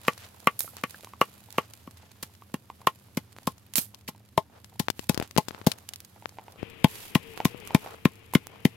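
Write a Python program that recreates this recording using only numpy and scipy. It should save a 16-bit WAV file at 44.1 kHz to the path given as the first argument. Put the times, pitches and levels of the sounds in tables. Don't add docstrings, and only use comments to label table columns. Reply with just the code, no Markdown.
import sys
import numpy as np
from scipy import signal
from scipy.fft import rfft, irfft
from scipy.io import wavfile

SR = 44100
rng = np.random.default_rng(int(sys.argv[2]) if len(sys.argv) > 2 else 0)


def transcribe(u):
    v = np.clip(np.atleast_2d(u).T, -1, 1)
    q = np.round(v * 32767).astype(np.int16)
    wavfile.write(sys.argv[1], SR, q)


N = 386316
TIME = np.arange(N) / SR
AGE = np.arange(SR // 4) / SR
HIT_SPAN = .01


def amp(db):
    return 10 ** (np.asarray(db) / 20)


def evened(x):
    return x / np.sqrt(np.mean(x ** 2) + 1e-20)


def hit(x, db):
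    energy = np.mean(np.sum(x ** 2, -1))
    return amp(db) * x * np.sqrt(HIT_SPAN * SR / (energy + 1e-20))


def at(s, rows):
    return np.interp(s, *np.transpose(rows))


def curve(rows, axis=1):
    rows = np.array(rows)
    return np.interp(TIME, rows[:, 0], rows[:, axis])


def colour(x, points):
    hz, db = np.transpose(points)
    f = np.fft.rfftfreq(x.shape[-1], 1 / SR)
    gain = amp(np.interp(np.log(f + 1), np.log(hz), db))
    return irfft(rfft(x) * gain, x.shape[-1])


def band(x, lo_hz, hi_hz, order=2):
    sos = signal.butter(order, [lo_hz, min(hi_hz, .48 * SR)], "band", fs=SR, output="sos")
    return signal.sosfilt(sos, x)


def sides(db):
    return evened(amp(np.array([[db / 2], [-db / 2]])))


def noise(size, same, grain_db=0):
    shared, own = rng.standard_normal(size), rng.standard_normal((2, size))
    grains = amp(grain_db * np.minimum(rng.exponential(1, size), 5))
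    return (np.sqrt(same) * shared + np.sqrt(1 - same) * own) * grains


def drift(rate_hz):
    knots = rng.standard_normal(N // 50)
    return np.interp(TIME * rate_hz, np.arange(len(knots)), knots)


def add(mix, s, sound):
    part = mix[:, max(round(s * SR), 0):][:, :sound.shape[-1]]
    part += sound[..., :part.shape[-1]]


def random_times(per_s, chance):
    return np.cumsum(-np.log(chance)) / per_s


# t/s, thud level/dB, wood ring level/dB, bowl air level/dB, crack level/dB,
# wet crunch level/dB, crushing before the pestle bottoms t/s
PESTLE_BLOWS = [(0.0822, -25, -20.5, -21, -21.5, -28.5, 0.00087), (0.4725, -24, -21.5, -15, -19, -28, 0),
                (0.8376, -30, -32, -29, -28, -33.5, 0), (1.2144, -28.5, -19.5, -16, -20.5, -28, .0005),
                (1.5835, -28.5, -21, -22, -26, -31.5, 0.0018), (1.876, -39.5, -50, -46.5, -54, -57, 0.0025),
                (2.231, -41, -46, -50, -44.5, -29.5, 0.0018), (2.542, -25.5, -35, -39.5, -37.5, -35, .0003),
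                (2.8717, -28, -22.5, -15, -23, -25, 0), (3.174, -21.5, -32.5, -41.5, -34.5, -29, 0.0011),
                (3.475, -22, -27.5, -25, -35, -26.5, .0021), (3.7827, -29, -40, -66, -37.5, -22, 0.0013),
                (4.088, -35, -39, -44.5, -40.5, -33.5, 0.009), (4.378, -20.5, -15, -20.5, -28.5, -29, 0),
                (4.8, -20, -30, -38, -33, -21.5, 0.0033), (5.0968, -15, -22, -46, -30, -18, 0.0035),
                (5.3822, -14.5, -15, -25.5, -26, -20.5, 0.00029),
                (5.6698, -10.5, -16, -38, -35, -18.5, 0.0011),
                (6.8451, -8, -16, -27.5, -19.5, -23.5, 0.00093),
                (7.1553, -12, -25, -26.5, -22, -23.5, 0.0037), (7.4539, -13.5, -31, -27, -26, -20.5, 0.002),
                (7.7483, -9, -20.5, -28.5, -23.5, -22, 0), (8.055, -10.5, -41, -26.5, -24, -27, 0.0019),
                (8.3539, -9.5, -33.5, -32.5, -20, -23.5, 0.003),
                (8.6533, -10, -25.5, -44, -25, -24.5, 0.0013)]
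# t/s, left-right level/dB
MORTAR_PLACE = [(0, 1.5), (2.9, 3), (3.5, 4.5), (4.1, 5.5), (4.4, 7.5), (5.1, 10), (5.4, 6.5), (5.7, 6),
                (6.8, 7.5), (8.7, 5.5)]
# t/s, thickness (0 bare wood - 1 thick)
FOOD_CUSHION = [(0, 0.071), (1.6, 0.11), (2.2, 0.18), (2.87, 0.32), (3.2, 0.34), (4.1, 0.45), (4.38, 0.93),
                (5.1, 0.57), (6.8, 0.76), (8.7, 0.58)]
# f/Hz, level/dB on bare wood, level/dB on a cushion of food, t60/s
WOOD_MODES = [(356, -4.5, -1.5, 0.027), (409, -10.5, -10, 0.054), (486, 4.5, -10, 0.03),
              (570, -7, -12, 0.016), (650, -13, 6, 0.031), (845.4, -10, 2, 0.051)]
# f/Hz, level/dB on bare wood, level/dB on a cushion of food, t60/s
CRACK_MODES = [(1457, 5, -9, 0.015), (2060, -4.5, -1.5, .014), (2120, -2.5, 6, 0.012), (2433, 0, 0, 0.019),
               (2820, -5, -6, 0.023), (2972, -14, -17, .05)]
# f/Hz, level/dB
WET_SPECTRUM = [(300, -8), (2000, -9), (4000, -2.5), (7000, -3), (9500, -2.5), (12300, 2.5), (14500, -7.5),
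                (16000, -7)]
THUD_BARE_HZ, THUD_CUSHIONED_HZ = 248, 190.6
BOWL_BARE_HZ, BOWL_FILLED_HZ = 1196, 1053.4
BOWL_SETTLES = 0.16


def pestle(graze=0.0036):
    out = np.zeros((2, N))
    for s, thud_db, wood_db, bowl_db, crack_db, wet_db, lead in PESTLE_BLOWS:
        side_db = at(s, MORTAR_PLACE)
        place = sides(side_db)
        cushion = at(s, FOOD_CUSHION)

        thud_hz = THUD_BARE_HZ + cushion * (THUD_CUSHIONED_HZ - THUD_BARE_HZ)
        contact = amp(9.5) * ring(330, 0.0066)
        wood = band(strike(WOOD_MODES, cushion) + contact, 270, 3300)
        add(out, s, place * (hit(thud(thud_hz), thud_db) + hit(wood, wood_db)))

        bowl_hz = BOWL_FILLED_HZ + (BOWL_BARE_HZ - BOWL_FILLED_HZ) * np.exp(-cushion / BOWL_SETTLES)
        bowl = ring(bowl_hz, 0.044) + amp(-0.5) * ring(1.02 * bowl_hz, 0.016)
        add(out, s, -sides(0.48 * side_db) * hit(bowl, bowl_db))

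        clean = .6 * (1 - cushion)
        add(out, s, place * hit(strike(CRACK_MODES, cushion), crack_db) * np.sqrt(clean))
        cells = crush(0.00042, fall=.0014 + 0.1 * lead, tail_db=-4.5 - 29 * cushion,
                      tail_s=0.0089, same=0.66, grain_db=-0.5)
        crunch = band(cells, 1690, 2800 + 1300 * cushion, order=3)
        add(out, s - lead, place * hit(crunch, crack_db) * np.sqrt(1 - clean))

        juice = crush(graze + .5 * lead, fall=0.0031, tail_db=-19.5, tail_s=0.022, same=0.16, grain_db=6.0)
        wet = colour(juice, WET_SPECTRUM)
        add(out, s - lead - graze, place * hit(wet, wet_db))
    return out


def thud(hz, length=0.0056, rise=0.00063, stiff=0.88, relax=.0022):
    turns = np.cumsum(hz * (0.75 + stiff * np.exp(-AGE / relax))) / SR
    envelope = (1 - np.exp(-AGE / rise)) * np.exp(-(AGE / length) ** 2)
    bounce = np.sin(2 * np.pi * turns) * envelope
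    rocking = amp(-31) * ring(200, .06)
    return band(bounce + rocking, 50, 3000)


def strike(modes, cushion=0.14, detune=0.021):
    spot_db = 2.5 * rng.standard_normal(len(modes))
    total = 0
    for (hz, bare_db, soft_db, t60), luck_db in zip(modes, spot_db):
        level_db = bare_db + cushion * (soft_db - bare_db) + luck_db
        total = total + amp(level_db) * ring(hz * (1 + detune * rng.normal()), t60)
    return total


def ring(hz, t60):
    return np.sin(2 * np.pi * hz * AGE) * amp(-60 * AGE / t60)


def crush(lead, fall, tail_db, tail_s, same, grain_db):
    after = np.maximum(AGE - lead, 0)
    growth = np.minimum(AGE / (lead + 1e-4), 1)
    decay = np.exp(-after / fall) + amp(tail_db) * np.exp(-after / tail_s)
    return growth * decay * noise(len(AGE), same, grain_db)


# t/s, level/dB (the cavity itself 1 dB less), f/Hz at onset
PASTE_POPS = [(0.646, -46.5, 630), (0.679, -46.5, 1270), (0.946, -45, 1610), (1.035, -49, 600),
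              (1.073, -48, 1020), (1.137, -43.5, 1110), (2.423, -49, 1100), (2.702, -39.5, 1020),
              (2.818, -50.5, 1020), (5.215, -34.5, 720), (6.163, -52.5, 830), (6.225, -49, 875),
              (6.387, -39, 888), (6.396, -47.5, 900), (6.483, -45, 877), (7.404, -28, 830),
              (7.708, -36.5, 880), (7.863, -38.5, 760), (8.338, -31, 960)]
POP_SIDE_DB = -1
POP_TICK_DB = -9.5
FAINT_POPS_PER_S, FAINT_POP_DB, FAINT_POP_HZ = 6, -59.5, 820


def pops():
    out = np.zeros((2, N))
    chance = rng.random(size=(70, 3))
    times = random_times(FAINT_POPS_PER_S, chance[:, 0])
    faint = [(s, FAINT_POP_DB + 10 * (loud - .5), FAINT_POP_HZ * 1.45 ** (high - .5))
             for s, (_, loud, high) in zip(times, chance)]
    tick = band(np.exp(-AGE / .0001), 440, 2800, order=1)
    for s, db, hz in PASTE_POPS + faint:
        cavity = ring(hz * (1 + 6 * AGE), .011) * (1 - np.exp(-AGE / .0007))
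        wood = amp(-29) * strike(WOOD_MODES + CRACK_MODES)
        pop = hit(cavity + wood, db - 1.0) + hit(tick, db + POP_TICK_DB)
        add(out, s - .001, sides(POP_SIDE_DB) * pop)
    return out


# t/s, level/dB, hold at full strength t/s, t60/s, share of thin fizz (0-1)
POD_SPRAYS = [(0.591, -18, 0.0032, 0.028, 0.88), (.604, -16.5, 0.0024, 0.0093, 0.42),
              (.608, -33, .012, 0.29, 0.71), (3.759, -19.5, 0.024, 0.17, 0.64),
              (4.08, -36, 0.014, 0.024, 0), (8.3353, -23.5, 0.0017, 0.038, 0.8)]
# f/Hz, level/dB
FIZZ_SPECTRUM = [(300, -42), (3000, -27), (7000, -8), (9500, -1), (12500, 5), (15000, -3), (16000, -10)]


def sprays():
    out = np.zeros((2, N))
    for s, db, hold, t60, thin in POD_SPRAYS:
        cells = noise(len(AGE), 0.089, grain_db=4) * amp(1.8 * drift(246)[:len(AGE)])
        fizz = evened((1 - thin) * colour(cells, WET_SPECTRUM) + thin * colour(cells, FIZZ_SPECTRUM))
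        rise = np.minimum(AGE / 0.0024, 1)
        decay = amp(-60 * np.maximum(AGE - hold, 0) / t60)
        add(out, s, amp(db) * fizz * rise * decay)
    return out


def surroundings(x, t60=0.069):
    decay = amp(-60 * AGE / t60) * (AGE > .004)
    tail = band(noise(len(AGE), 0.45), 290, 6300, order=1) * decay
    return signal.fftconvolve(x, tail / np.linalg.norm(tail[0]), axes=1)[:, :N]


# t/s, splinter level/dB, body level/dB relative to it,
# left-right level/dB
SNAPS_AND_TAPS = [(0.178, -43, -7, 6), (0.7683, -41, -7.5, 2), (0.9072, -44, -23, -4),
                  (1.0463, -44, -4.5, -2), (1.5048, -45.5, -40, -12.5), (1.5265, -46, -22, -4),
                  (1.7357, -42.5, -25, 0), (3.365, -61, 11, 0.5), (3.386, -53.5, 7.5, 1),
                  (3.7372, -37, -30, -3), (3.7561, -21, -22, -7), (3.946, -42, -30.5, 19.5),
                  (4.645, -43.5, -11, 18), (5.3101, -42, -10, 29), (5.717, -25.5, -26, 10),
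                  (5.889, -34.5, -20, 2.5), (5.9356, -35, -23, 7), (5.9595, -41, -34, 1),
                  (6.004, -43.5, -23, -1), (6.048, -46.5, -26, -1), (6.292, -46.5, -10.5, 5),
                  (7.3758, -48, 8, -12), (7.674, -42, -7, -8), (8.47, -43.5, -1, -5)]
# t/s, level/dB
HAND_BUSTLE = [(0, -54.5), (1.6, -57.5), (2.5, -61.5), (3.5, -61), (4.3, -65.5), (5.5, -58.5), (6.7, -61.5),
               (8.76, -61.5)]
SNAP_BUMP_DB = -9.5
FAINT_SNAPS_PER_S, FAINT_SNAP_DB, FAINT_SNAP_BODY_DB = 6, 5, -10


def snaps_and_taps():
    out = np.zeros((2, N))
    chance = rng.random(size=(80, 3))
    times = random_times(FAINT_SNAPS_PER_S, chance[:, 0])
    faint = [(s, at(s, HAND_BUSTLE) + FAINT_SNAP_DB + 10 * (loud - .5), FAINT_SNAP_BODY_DB, 10 * (place - .5))
             for s, (_, loud, place) in zip(times, chance)]
    for s, db, body_db, side_db in SNAPS_AND_TAPS + faint:
        add(out, s, sides(side_db) * click(db + body_db + SNAP_BUMP_DB, db + body_db, db))
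    return out


def click(bump_db, snap_db, splinter_db):
    step = np.exp(-AGE / .00005)
    decay = np.exp(-AGE / 0.00097) + amp(-8.5) * np.exp(-AGE / 0.0043)
    splinter = step + 0.32 * noise(len(AGE), 0.18, grain_db=6.0) * decay
    bump = hit(band(step, 83, 464), bump_db)
    snap = hit(band(step, 330, 1610, order=1), snap_db)
    return bump + snap + hit(band(splinter, 2800, 13900, order=1), splinter_db)


# t/s, bump level/dB, snap level/dB, splinter level/dB
LEFT_CLICKS = [(4.8844, -39, -23.5, -40), (4.9015, -30, -27, -24), (4.9934, -33, -38, -32),
               (5.1449, -36, -41, -28.5), (5.1763, -25, -31.5, -27), (5.1996, -25, -33.5, -33),
               (5.2254, -32.5, -35, -36.5), (5.3647, -24.5, -32.5, -40), (5.376, -47.5, -27, -20),
               (5.4845, -35, -34.5, -29), (5.5088, -39.5, -39.5, -57), (5.5476, -45, -41, -60),
               (5.6154, -43, -43.5, -60), (6.2577, -53, -30.5, -65), (6.6298, -27, -43, -55),
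               (7.5464, -35.5, -52, -71)]
LEFT_CLICK_SIDE_DB = 34.5


def left_clicks():
    out = np.zeros((2, N))
    for s, *levels_db in LEFT_CLICKS:
        add(out, s, sides(LEFT_CLICK_SIDE_DB) * click(*levels_db))
    return out


# start t/s, length t/s, level/dB
LEAF_STROKES = [(0.85, 0.15, -49.5), (4.95, 0.13, -49.5), (6.84, .32, -40.5), (7.12, 0.51, -53),
                (7.55, .46, -51.5)]
# start t/s, length t/s, level/dB
CLOTH_STROKES = [(0.02, 0.14, -47.5), (0.16, 0.12, -48.5), (0.74, 0.087, -49), (0.89, .09, -67),
                 (1.5, 0.19, -55), (1.92, 0.27, -61), (5.19, .1, -51), (5.49, 0.1, -52.5)]
# start t/s, length t/s, level/dB
PASTE_STROKES = [(0.16, 0.3, -61.5), (4.49, .13, -55), (5.08, .2, -47.5), (5.46, 0.4, -53.5),
                 (6.35, 0.34, -58.5), (6.9, .22, -60.5), (7.36, .09, -50), (7.66, 0.15, -47),
                 (7.8, .2, -46), (8.48, .15, -50.5)]
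# f/Hz, level/dB
LEAF_SPECTRUM = [(500, -8), (1200, -8), (3000, -4), (6000, -6), (9000, -5), (12500, 0), (14500, -7),
                 (16000, -10.5)]
# f/Hz, level/dB
CLOTH_SPECTRUM = [(200, -19.5), (700, -2), (1500, -1.5), (2500, -2.5), (4500, -5), (7000, -6.5),
                  (16000, -22.5)]
# f/Hz, level/dB
PASTE_SPECTRUM = [(150, -18), (450, 0), (900, -2), (1300, -5.5), (2000, -14), (3000, -16.5), (6000, -22.5),
                  (16000, -40.5)]
CLOTH_BED_DB, PASTE_BED_DB = -10.5, -6
CRACKLE_DB = -3


def rustle():
    flutter = amp(1.5 * drift(70) + 1.5 * drift(18))
    lumps = amp(4.5 * drift(150))
    grains = evened(noise(N, .12, grain_db=3) * flutter) + amp(CRACKLE_DB) * crackle()
    leaves = evened(colour(grains, LEAF_SPECTRUM))
    rubbing = noise(N, 0.4, grain_db=5.5) * amp(3.8 * drift(96))
    cloth = evened(colour(rubbing, CLOTH_SPECTRUM))
    paste = evened(colour(noise(N, 0.19, grain_db=5) * lumps, PASTE_SPECTRUM))
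    bed = amp(curve(HAND_BUSTLE))
    return (np.hypot(bed, strokes(LEAF_STROKES)) * leaves
            + np.hypot(amp(CLOTH_BED_DB) * bed, strokes(CLOTH_STROKES)) * cloth
            + np.hypot(amp(PASTE_BED_DB) * bed, strokes(PASTE_STROKES)) * paste)


def crackle(per_s=55, size_db=3.5, length=0.0029):
    breaks = (rng.random(N) < per_s / SR) * amp(size_db * np.minimum(rng.exponential(1, N), 3))
    burst = noise(len(AGE), .3) * np.exp(-AGE / length)
    return evened(signal.oaconvolve(breaks[None], burst, axes=1)[:, :N])


STROKE_PEAK = 0.43


def strokes(rows):
    total = 0
    for s, length, db in rows:
        phase = np.interp(TIME, [s, s + STROKE_PEAK * length, s + length], [0, .5, 1])
        total = total + amp(db) * np.sin(np.pi * phase)
    return total


# t/s, level/dB, centre of the tone f/Hz
WHIRR_COURSE = [(6.6, -48, 467), (7.06, -52, 424.6), (7.24, -49, 468), (7.36, -49, 438), (7.58, -49, 495),
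                (7.63, -46, 413.5), (7.95, -55, 450), (8.05, -57, 448), (8.76, -55, 461.5)]
# f/Hz, level/dB
WHIRR_SPECTRUM = [(60, -0.5), (200, 0.5), (450, -1.5), (700, -12), (1000, -8), (1500, -12.5), (2500, -2.5),
                  (3200, -7), (4200, -20.5), (8000, -36), (16000, -49)]
# start t/s, length t/s, level/dB
WHIRR_SWELLS = [(7.23, .14, -46), (7.48, .22, -48), (7.83, .16, -51)]
WHIRR_TONE_DB, WHIRR_WAVER = -7, .007


def whirr(start=6.57):
    running = np.clip((TIME - start) / .02, 0, 1)
    level = running * amp(curve(WHIRR_COURSE))
    hiss = evened(colour(noise(N, .1), WHIRR_SPECTRUM))
    tone_hz = curve(WHIRR_COURSE, axis=2) * (1 + WHIRR_WAVER * drift(40))
    tone = np.sin(2 * np.pi * np.cumsum(tone_hz) / SR) * amp(2 * drift(4.9))
    tone_level = np.hypot(amp(WHIRR_TONE_DB) * level, strokes(WHIRR_SWELLS))
    return sides(16.3) * (level * hiss + tone_level * tone)


# f/Hz, level/dB
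AIR_SPECTRUM = [(20, -26), (45, -16), (65, -12.5), (85, 6), (108, 7.5), (135, -2), (200, -3.5), (280, -7.5),
                (600, -21), (1100, -28.5), (1700, -28.5), (4000, -32.5), (16000, -56)]
# f/Hz, level/dB
HUM_LINES = [(84, -61.5), (108, -63), (202, -66.5)]


def outdoors():
    air = evened(colour(noise(N, .9), AIR_SPECTRUM))
    hum = 0
    for hz, db in HUM_LINES:
        turns = np.cumsum(hz + 3 * drift(9.6)) / SR
        hum = hum + amp(db + 2 * drift(1.6)) * np.sin(2 * np.pi * turns)
    return amp(-58.0) * air + hum


def scene():
    work = pestle() + pops() + sprays()
    near = work + amp(-18.5) * surroundings(work) + snaps_and_taps() + rustle()
    return near + left_clicks() + whirr() + outdoors()


# f/Hz, left-right level/dB
LEFT_TILT = [(20, -2.5), (2000, 0.5), (5000, -1), (8000, -7.5), (12000, -9.5), (16000, -8)]
EDGE_HZ = 16200


def record(dry):
    held = np.clip([colour(dry[0], LEFT_TILT), dry[1]], -1, 1)
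    low_pass = signal.firwin(255, EDGE_HZ, window=("kaiser", 8), fs=SR)
    return signal.oaconvolve(held, low_pass[None], "same")


dry = scene()
out = record(dry)
transcribe(out)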